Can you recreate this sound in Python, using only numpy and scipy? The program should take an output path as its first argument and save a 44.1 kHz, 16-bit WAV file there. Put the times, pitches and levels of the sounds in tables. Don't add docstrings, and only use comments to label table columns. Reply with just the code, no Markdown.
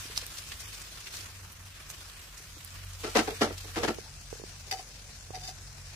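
import sys
import numpy as np
from scipy import signal
from scipy.fft import rfft, irfft, next_fast_len
from scipy.io import wavfile
from scipy.ndimage import uniform_filter1d

SR = 44100
rng = np.random.default_rng(int(sys.argv[2]) if len(sys.argv) > 2 else 0)


def wav_out(sig):
    wavfile.write(sys.argv[1], SR, np.round(np.clip(np.atleast_2d(sig).T, -1, 1) * 32767).astype(np.int16))


def volts_from_decibels(level):
    exponent = np.asarray(level, float) / 20
    return 10 ** exponent


N = 262395
FULL_PAN_S = 3.95

# freq_hz, level_db (per Hz)
HISS_THREE = [(190, -26), (330, -6), (671, -4.5), (1220, -6), (1550, -2.5), (1980, -4.5), (2600, -2),
              (3160, -5), (5740, 1.5), (9010, -6), (11100, -7), (13700, -16), (15600, -11)]
# freq_hz, width_hz, level_db
STAND = [(180, 165, -11.5), (221, 46, -2.5), (326, 40, 2), (387, 76, -2), (447, 35, 5), (589, 16, -7),
         (647, 22, -4.5), (750, 91, -4), (880, 105, -7), (1195, 83, -11), (1328, 30, -6.5),
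         (1670, 140, -18.5), (1950, 180, -16.5)]
# freq_hz, level_db (per Hz)
CLATTER = [(590, -17.5), (1000, -8.5), (1350, -4.5), (2210, -9.5), (2690, -7.5), (3230, -11), (5870, -13),
           (8290, -23), (11400, -24.5), (14900, -38), (15600, -40)]


def evened(x):
    return x / np.sqrt(np.mean(x ** 2) + 1e-20)


def smooth_noise(shape, size):
    return evened(uniform_filter1d(rng.standard_normal(shape), size=size))


def read(points, hz):
    f, value = np.transpose(points)
    return np.interp(np.log(hz + 1), np.log(f + 1), value)


def columns(rows, t):
    s, *rest = np.transpose(rows)
    return [np.interp(t, s, c) for c in rest]


def add(mix, s, sound):
    part = mix[:, max(round(s * SR), 0):][:, :sound.shape[1]]
    part += sound[:, :part.shape[1]]


def ring(x, modes):
    out = np.zeros_like(x)
    for k, (hz, width, db) in enumerate(modes):
        r = np.exp(-np.pi * max(width, 5) / SR)
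        poles = [1, -2 * r * np.cos(2 * np.pi * hz / SR), r * r]
        out += (-1) ** k * volts_from_decibels(db) * (1 - r) * signal.lfilter([1, 0, -r], poles, x)
    return out


def colour(x, points):
    size = next_fast_len(x.shape[-1])
    gain = volts_from_decibels(read(points, np.fft.rfftfreq(size, 1 / SR)))
    return irfft(rfft(x, size) * gain, size)[..., :x.shape[-1]]


def pair(size, same):
    a, b = rng.standard_normal((2, size))
    return np.array([a, same * a + np.sqrt(1 - np.clip(same, 0, 1) ** 2) * b])


def panned(db):
    return volts_from_decibels(np.array([[.5 * db], [-.5 * db]]))


def hiss():
    # start_s, level_db
    frying = [(0.0, -45.5), (0.238, -49), (1.12, -50.5), (1.14, -45.5), (1.225, -50), (1.346, -53.5),
              (1.58, -55.5), (1.95, -52.5), (2.452, -54), (2.97, -52.5), (2.99, -49.5), (3.254, -47),
              (3.454, -52.5), (3.804, -49), (3.96, -51.5), (4.226, -51.5), (5.074, -53), (5.95, -52.5)]
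    # freq_hz, level_db (per Hz)
    hiss_one = [(190, -37), (330, -3), (562, -6.5), (629, 0), (828, -10.5), (1040, -1), (1850, 1.5),
                (2110, 0), (2400, 3), (4880, 2), (5830, 2.5), (11700, -7), (15600, -10.5)]
    # freq_hz, likeness (0 to 1)
    likeness = [(60, 0.97), (180, 0.71), (550, 0.66), (1650, 0.16), (4970, 0.018), (15000, 0.03)]
    calm_db = -53
    top_lag, wash_lag = 0.097, 0.51
    top_db, wash_db = (1.3, -2.5), (3.5, 2)

    frames, hz = N // 64 + 5, np.fft.rfftfreq(256, 1 / SR)[:, None]
    t = np.arange(frames) * 64 / SR
    a, b, c, d, patches = rng.standard_normal((frames, 129, 5)).T
    patches = evened(uniform_filter1d(uniform_filter1d(patches, size=5, axis=0), size=40, axis=1))
    flicker = smooth_noise(frames, 8)

    level_db, = columns(frying, t)
    full = np.clip((t - FULL_PAN_S) / 0.0205, 0, 1)
    bright_db = np.interp(full, (0, 1), top_db) - top_lag * (level_db - calm_db)
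    low_db = np.interp(full, (0, 1), wash_db) - wash_lag * (level_db - calm_db)
    shape_db = (1 - full) * read(hiss_one, hz) + full * read(HISS_THREE, hz)
    shape_db -= 10 * np.log10((volts_from_decibels(shape_db[17:52]) ** 2).sum(0))
    shape_db += bright_db * np.clip((hz - 6500) / 4000, 0, 1)
    shape_db += low_db * np.clip((3000 - hz) / 1500, 0, 1)

    pops = rng.choice([-1, 1], N) * (rng.random((2, N)) < 300 / SR)
    pops = pops * volts_from_decibels(4.0 * np.minimum(rng.exponential(1, (2, N)), 4))
    pops = evened(pops + 0.059 * np.roll(pops[::-1], 6))
    crackle = signal.stft(pops, nperseg=256, noverlap=192)[2]
    crackle = np.pad(crackle, ((0, 0), (0, 0), (0, 8)))[:, :, :frames]
    crackle_db = -13.0 + 3.6 * np.clip((hz - 3000) / 5000, -1, 1)

    same, left = np.clip(read(likeness, hz), -1, 1), a + 1j * b
    z = np.array([left, same * left + np.sqrt(1 - same ** 2) * (c + 1j * d)])
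    z += volts_from_decibels(crackle_db) * evened(abs(crackle)) * np.exp(1j * np.angle(crackle))
    uneven_db = 1.52 * patches + 0.36 * flicker * (4.0 - 0.61 * full)
    side_db = np.array([.5, -.5])[:, None, None] * (2.0 * full - 2.0) * (hz > 900)
    z *= volts_from_decibels(shape_db + level_db + uneven_db + side_db)
    return volts_from_decibels(2.5) * signal.istft(z, nperseg=256, noverlap=192)[1][:, :N]


def hum():
    # start_s, load_db (second tone), imbalance_db (first tone against the second)
    motor = [(0.0, -52.5, 4.5), (0.5, -59, -2), (0.53, -68, 13), (0.69, -51.5, 3), (0.99, -64.5, 11.5),
             (1.24, -51, -24), (2.15, -56.5, 4), (2.45, -73, 7), (2.48, -54, -11), (2.8, -47, -2),
             (3.89, -45.5, -2.5), (3.99, -62.5, 13), (4.19, -53, -2), (4.44, -63, 13), (4.56, -53, -1.5),
             (5.24, -73, 20), (5.29, -52.5, 2), (5.95, -52.5, 1)]
    # start_s, pitch_hz
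    shaft = [(0, 97), (1.1, 99), (1.9, 92), (2.45, 86), (2.75, 92.3), (5.95, 92)]
    # freq_hz, level_db (per Hz)
    rumble_colour = [(8.8, -30), (20, -13), (38, -4), (92, -1), (111, -7.5), (141, -7), (283, -23.5),
                     (330, -38), (430, -37), (730, -120)]
    third_db = (-15.5, -5)
    throb_db, rumble_db, lumps_db = 2.5, -54.5, .8

    t = np.arange(N) / SR
    load_db, imbalance_db = columns(motor, t)
    waver = evened(uniform_filter1d(smooth_noise((3, 4, N), 5000), size=5000))
    orders_db = np.array([imbalance_db, 0 * t, np.where(t < FULL_PAN_S, *third_db)])
    orders_db = orders_db + load_db + 1.0 + throb_db * waver[2, :3]
    turns = np.cumsum(.5 * columns(shaft, t)[0]) / SR
    drift = np.array([[.08], [.08], [.3]]) * waver[0, :3]
    drift = drift + .05 * waver[1, :3] * [[[0]], [[1]]]
    lines = 0
    for k, db in enumerate(orders_db):
        lines = lines + volts_from_decibels(db) * np.sin(2 * np.pi * ((k + 1) * turns + drift[:, k]))
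    rumble = evened(colour(pair(N, 0.98), rumble_colour)) * volts_from_decibels(rumble_db + lumps_db * waver[2, 3])
    return panned(-0.1) * (lines + rumble)


def taps():
    # start_s, peak_db, pitch_hz, t60_s (time to die by 60 dB), left_right_db
    tap_events = [(0.055, -47, 330, 0.021, 4), (0.099, -51, 440, 0.07, 3), (1.192, -57, 330, 0.073, 0.5),
                  (1.252, -79, 320, 0.025, -0.5), (0.226, -48, 530, 0.025, 4), (0.269, -57, 492, 0.025, 0),
                  (2.4, -57, 440, .04, 2), (2.568, -54.5, 312, 0.067, 9), (2.572, -57, 516, 0.036, -4),
                  (3.986, -37, 438, 0.025, -34), (4.061, -60, 900, 0.2, -2), (4.328, -36, 463, 0.027, -23),
                  (4.355, -48, 480, 0.021, -16), (4.398, -44.5, 447, 0.031, -18),
                  (4.418, -43, 400, 0.013, -16), (4.438, -38, 400, 0.018, -22), (5.1, -55, 265, 0.023, -5),
                  (5.306, -37.5, 446, 0.012, -28)]
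    out, t = np.zeros((2, N)), np.arange(3000) / SR
    for s, db, hz, t60, pan_db in tap_events:
        cycles = hz * t * (1 + 0.64 * np.exp(-t / 0.0011))
        knock = volts_from_decibels(db + 6.5 - 60 * t / max(t60, .005)) * np.sin(2 * np.pi * cycles)
        add(out, s, panned(pan_db) / panned(pan_db).mean() * knock)
    return out


def spits():
    # start_s, peak_db, pitch_hz, spray_db (noise around the spit)
    spit_events = [(0.1695, -22, 5830, -29), (0.163, -35, 3400, -3), (0.1762, -12.5, 4460, -19.5),
                   (0.1772, -9, 5270, -43), (0.2164, -35.5, 3450, -3), (0.2661, -48, 11100, -25),
                   (0.373, -37, 4150, -4.5), (0.386, -34, 4900, -3.5), (0.5212, -32.5, 2360, -2.5),
                   (0.605, -35, 6400, -4.5), (0.75, -41.5, 5070, -1.5), (0.8186, -39.5, 5670, -2.5),
                   (1.006, -39, 5700, -7), (1.0733, -36, 2600, -2.5), (1.141, -39, 2560, -1),
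                   (1.1696, -25, 5800, -18), (1.2096, -35, 4350, -6), (1.2584, -39, 1640, -7),
                   (1.5217, -37, 10300, -13), (1.9023, -27.5, 6350, -12.5), (2.099, -33, 3870, -24),
                   (2.3782, -33.5, 5700, -9.5), (2.6063, -42, 2370, -7), (2.6482, -25.5, 9900, -28),
                   (2.8479, -35, 9000, -19), (2.934, -35, 6000, -15), (3.3074, -31, 2390, -7),
                   (3.5811, -40, 4380, 0), (3.6082, -35, 3970, -9.5), (5.8584, -35, 5500, -21)]
    middle_db, scatter_db = -2.1, 3.5
    out, t = np.zeros((2, N)), np.arange(-900, 1800) / SR
    envelope = np.exp(-np.maximum(t / 0.01, -t / 0.0057))
    for s, db, hz, spray_db in spit_events:
        pan_db = middle_db + scatter_db * rng.standard_normal()
        burst = np.sin(2 * np.pi * hz * t) * np.exp(-np.maximum(t, 0) * hz / 2.5) * (t > 0)
        burst = 0.83 * np.array([np.roll(burst, 9), burst])
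        spray = evened(ring(pair(len(t), 0.23), [(hz, 0.79 * hz, 0)])) * envelope
        add(out, s + t[0], volts_from_decibels(db) * panned(pan_db) * (burst + volts_from_decibels(spray_db) * spray))
    return out


def ticks():
    # start_s, peak_db, lower_edge_hz, left_right_db
    tick_events = [(.1713, -27, 6500, -3), (.1766, -18, 800, 0), (.2205, -26, 700, 2),
                   (.2661, -20, 4500, -3), (.386, -32, 900, 0), (.522, -33, 700, -1), (.606, -35, 5000, -1),
                   (.642, -38, 6000, -1), (1.0062, -38, 5000, 0), (1.1404, -26, 900, 0),
                   (1.258, -38, 800, 0), (1.522, -37, 8000, -2), (1.5285, -34, 6000, 0),
                   (1.9017, -27, 600, -1), (1.9019, -31, 5000, -1), (2.003, -38, 4000, 0),
                   (2.6485, -26, 7000, -2), (2.9353, -34, 4000, -1), (3.3085, -29, 1500, 0),
                   (3.7625, -30, 900, 0), (4.7128, -25, 500, 2), (.697, -38, 5000, -1),
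                   (2.849, -36, 6000, 0)]
    span = 8
    out, click = np.zeros((2, N)), np.zeros((2, 200))
    for s, db, hz, pan_db in tick_events:
        step = np.r_[1, rng.uniform(-1, 1, 20) * np.exp(-np.arange(20) / 7)]
        click[0, 4:25], click[1, :21] = step, step
        band = signal.butter(2, [hz, min(span * hz, 17000)], "band", fs=SR)
        add(out, s, 2 * volts_from_decibels(db) * panned(pan_db) * signal.lfilter(*band, click))
    return out


def jolts():
    # start_s, peak_db, clatter_db (against the thud), t60_s (clatter dies by 60 dB)
    jolt_events = [(3.042, -23.5, -14, 0.096), (3.069, -29, -13.5, 0.1), (3.156, -18, -26, 0.14),
                   (3.157, -11.5, -16.5, 0.16), (3.171, -19, -9.5, 0.14), (3.188, -22, -4.5, 0.073),
                   (3.209, -30, -38, 0.082), (3.277, -21, -19, 0.075), (3.308, -28, -30.5, 0.11),
                   (3.415, -31.5, 0, 0.07), (3.415, -12, -20, 0.087), (3.43, -21.5, -9.5, 0.15),
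                   (3.456, -24, -27, 0.11), (3.505, -28, -39, 0.032), (3.645, -36.5, -30, 0.046),
                   (3.681, -48, -8, 0.21), (3.744, -53, 6, 0.23), (3.766, -21, -14.5, 0.13),
                   (3.795, -29, -15.5, 0.31), (3.836, -15, -14.5, 0.077), (3.842, -26, -14, 0.08),
                   (3.882, -17, -15.5, 0.067), (3.903, -26, -17, 0.03)]
    rise, grain_db = .012, 1.8
    out, t = np.zeros((2, N)), np.arange(8000) / SR
    high_gain = volts_from_decibels(2.0) / np.std(colour(pair(SR, 0.87), CLATTER))
    for s, db, bright_db, t60 in jolt_events:
        decay_db = 60 * np.maximum(t - rise, 0) / np.clip(t60, .02, .4)
        envelope = volts_from_decibels(db - decay_db) * np.clip(t / rise, 0, 1) ** 0.44
        envelope *= volts_from_decibels(2.67 * smooth_noise(len(t), 90))
        seat = np.array(STAND) * (1 + rng.standard_normal((len(STAND), 1)) * (.025, 0, 0))
        thud = evened(ring(envelope * pair(len(t), 0), seat))
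        thud = volts_from_decibels(-9.0) * np.sqrt(np.mean(envelope ** 2)) * thud
        grains = evened(volts_from_decibels(grain_db * np.repeat(rng.exponential(1, 160).clip(0, 4), 50)))
        clatter = high_gain * volts_from_decibels(bright_db) * colour(envelope * grains * pair(len(t), 0), CLATTER)
        add(out, s + .005 - rise, thud + clatter)
    return ports(out + strikes())


def strikes():
    # start_s, peak_db
    strike_events = [(3.048, -16.5), (3.157, -9), (3.16, -14), (3.166, -7), (3.17, -14), (3.175, -14),
                     (3.19, -8.5), (3.201, -20), (3.209, -17), (3.278, -21), (3.308, -25), (3.413, -19),
                     (3.418, -14.5), (3.431, -16.5), (3.441, -19), (3.466, -20), (3.508, -25.5),
                     (3.518, -37), (3.77, -23), (3.832, -18), (3.84, -14), (3.883, -15.5), (3.888, -22),
                     (3.906, -17)]
    level_db, damp, snap_db = -7.5, 2.8, -12
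    out, kick = np.zeros((2, N)), np.zeros((2, 3000))
    kick[0, 100:108] = kick[1, 135:143] = 1
    body = ring(kick, np.array(STAND) * (1, damp, 1))
    snap = colour(kick, CLATTER)
    blow = body / abs(body).max() + volts_from_decibels(snap_db) * snap / abs(snap).max()
    for k, (s, db) in enumerate(strike_events):
        add(out, s - 100 / SR, (-1) ** k * volts_from_decibels(db + level_db) * blow)
    return out


def ports(x):
    # freq_hz, likeness (0 to 1)
    near_same = [(200, 0.91), (400, 0.92), (750, 0.69), (1400, 0.16), (3000, 0.038), (8000, 0.089)]
    size = next_fast_len(N)
    hz, (a, b) = np.fft.rfftfreq(size, 1 / SR), rfft(x, size)
    same = np.clip(read(near_same, hz), 0, 1)
    right = (same * a + np.sqrt(1 - same ** 2) * b) * np.exp(2j * np.pi * hz * 6 / SR)
    return irfft(np.array([a, right]), size)[:, :N]


def slides():
    # freq_hz, width_hz, level_db
    rim_modes = [(770, 150, 8), (893, 64, 2.5), (497, 130, -5), (325, 170, -2)]
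    # freq_hz, width_hz, level_db
    base_modes = [(1640, 59, -15), (2060, 110, -4.5), (2560, 110, -14), (3004, 68, -6)]
    # freq_hz, width_hz, level_db
    squeal_early = [(3710, 95, 0), (4690, 110, 11), (5830, 120, 3.5), (6600, 350, -6), (7200, 190, -17)]
    # freq_hz, width_hz, level_db
    squeal_late = [(3570, 36, 2), (4850, 120, 10), (5880, 90, 0), (6620, 440, 0), (7400, 190, -10)]
    rub_db, late_rub_db = -5, -8
    scratch, grit = .6, .6

    late = np.arange(N) >= 5.39 * SR
    rim_gain, squeal_gain, rim_hz = pushes()
    slips = volts_from_decibels(3.1 * smooth_noise(N, 150))
    rub = pair(N, 0)
    tone = np.sqrt(2) * np.sin(2 * np.pi * np.cumsum(rim_hz) / SR + np.array([[0], [.6]]))
    waver = volts_from_decibels(2.0 * smooth_noise(N, 400))
    rim = tone * waver + scratch * evened(ring(pair(N, 0.55), rim_modes))
    rim = rim * rim_gain * panned(-0.61)
    base = evened(ring(rub, base_modes)) * volts_from_decibels(rub_db + late_rub_db * late)
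    squeal = np.where(late, evened(ring(rub, squeal_late)), evened(ring(rub, squeal_early)))
    squeal = evened(squeal + grit * evened(colour(rub, HISS_THREE))) * panned(0.77)
    return rim + (base + squeal) * squeal_gain * slips


def pushes():
    # start_s, push_s, ring_db, pitch_hz, t60_s (once released)
    ring_events = [
        (4.709, 0.028, -38.5, 770, 0.18),
        (4.784, 0.022, -44.5, 750, 0.076),
        (5.327, .026, -43.5, 756, 0.033),
        (5.352, 0.024, -42.5, 746, 0.054),
        (5.396, 0.034, -55, 722, .15),
        (5.428, 0.021, -52, 762, 0.22),
        (5.474, 0.013, -44, 742, 0.072),
        (5.492, 0.023, -53, 770, .06),
    ]
    # start_s, hold_s, squeal_db, rise_s
    squeal_events = [
        (4.711, .016, -31, .002),
        (4.77, 0.03, -48.5, .002),
        (5.342, 0.015, -42.5, .006),
        (5.365, 0.019, -50, 0.0043),
        (5.407, .025, -47, .01),
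        (5.427, 0.059, -41, .01),
        (5.465, 0.033, -38, 0.014),
    ]
    rim_rise_s, squeal_t60_s = 0.014, 0.09
    sag_hz_per_s, tires_db_per_s = 146, 62

    t = np.arange(N) / SR
    start, length, rim_db, hz, t60 = np.transpose(ring_events)[:, :, None]
    fade_db = 60 * np.maximum(t - start - length, 0) / t60
    rim = np.clip((t - start) / rim_rise_s, 0, 1) ** 2 * volts_from_decibels(rim_db - fade_db)
    lead = rim.argmax(0)
    pitch = hz[lead, 0] - sag_hz_per_s * (t - start[lead, 0]).clip(0, .1)
    start, length, squeal_db, rise = np.transpose(squeal_events)[:, :, None]
    fade_db = tires_db_per_s * (t - start).clip(0)
    fade_db = fade_db + 60 * np.maximum(t - start - length, 0) / squeal_t60_s
    squeal = np.clip((t - start) / np.maximum(rise, .001), 0, 1) * volts_from_decibels(squeal_db - fade_db)
    return rim.max(0), squeal.max(0), pitch


def kitchen(x):
    t = np.arange(9000) / SR
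    echoes = rng.choice([-1., 1.], (2, len(t))) * (rng.random((2, len(t))) < 2000 / SR) * (t > .003)
    tail = echoes * volts_from_decibels(-60 * t / 0.28)
    return signal.oaconvolve(x, tail / np.linalg.norm(tail[0]), axes=1)[:, :N]


def scene():
    near, sliding = spits() + ticks() + jolts(), slides()
    room = volts_from_decibels(-13) * kitchen(near + .4 * sliding)
    return near + sliding + room + taps() + hiss() + hum()


def thin_out(x):
    # freq_hz, threshold_db
    lost = [(700, -20.5), (1500, -8), (3200, -2), (6000, -6), (10000, -1.5), (12700, 3), (14000, 3.5),
            (15500, 3)]
    # freq_hz, chance (0 to 1)
    starved = [(2000, 0), (3200, .02), (9000, .004), (12000, .02), (13200, .12), (15000, .06)]
    left, right = x
    hz, _, z = signal.stft(np.array([left + right, left - right]), SR, nperseg=2048, noverlap=1024)
    local = np.sqrt(uniform_filter1d(abs(z) ** 2, size=32, axis=1))
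    treble = uniform_filter1d(np.pad(np.diff(left + right, 2) ** 2, (1024, 3072)), size=32)
    frames = np.lib.stride_tricks.sliding_window_view(treble, 2048)[::1024][:z.shape[2]]
    attack = frames.max(1) > 30 * np.median(frames, 1)
    strong = abs(z) > local * volts_from_decibels(read(lost, hz))[:, None]
    kept = z * (strong | attack) * (hz < 15530)[:, None]
    left_over = np.sqrt(abs(uniform_filter1d(abs(kept) ** 2, size=32, axis=1)) + 1e-20)
    kept *= np.minimum(local / left_over, 2)
    draws = rng.random((65, z.shape[2] // 2 + 1))
    draws = np.repeat(np.repeat(draws, 16, axis=0), 2, axis=1)[:len(hz), :z.shape[2]]
    kept *= (draws > read(starved, hz)[:, None]) | attack
    mid, side = signal.istft(kept, SR, nperseg=2048, noverlap=1024)[1][:, :N]
    return .5 * np.array([mid + side, mid - side])


def roll_off(x):
    return signal.sosfilt(signal.butter(12, 15830, fs=SR, output="sos"), x)


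def record(dry):
    # freq_hz, left_right_db
    tilt = [(60, 0.5), (150, -1), (380, 0), (950, -0.5), (2380, 3), (5980, 3.5), (15000, -5)]
    left = colour(dry[0], [(hz, .5 * db) for hz, db in tilt])
    right = colour(dry[1], [(hz, -.5 * db) for hz, db in tilt])
    return roll_off(thin_out(np.array([left, right])))


dry = scene()
out = record(dry)
wav_out(out)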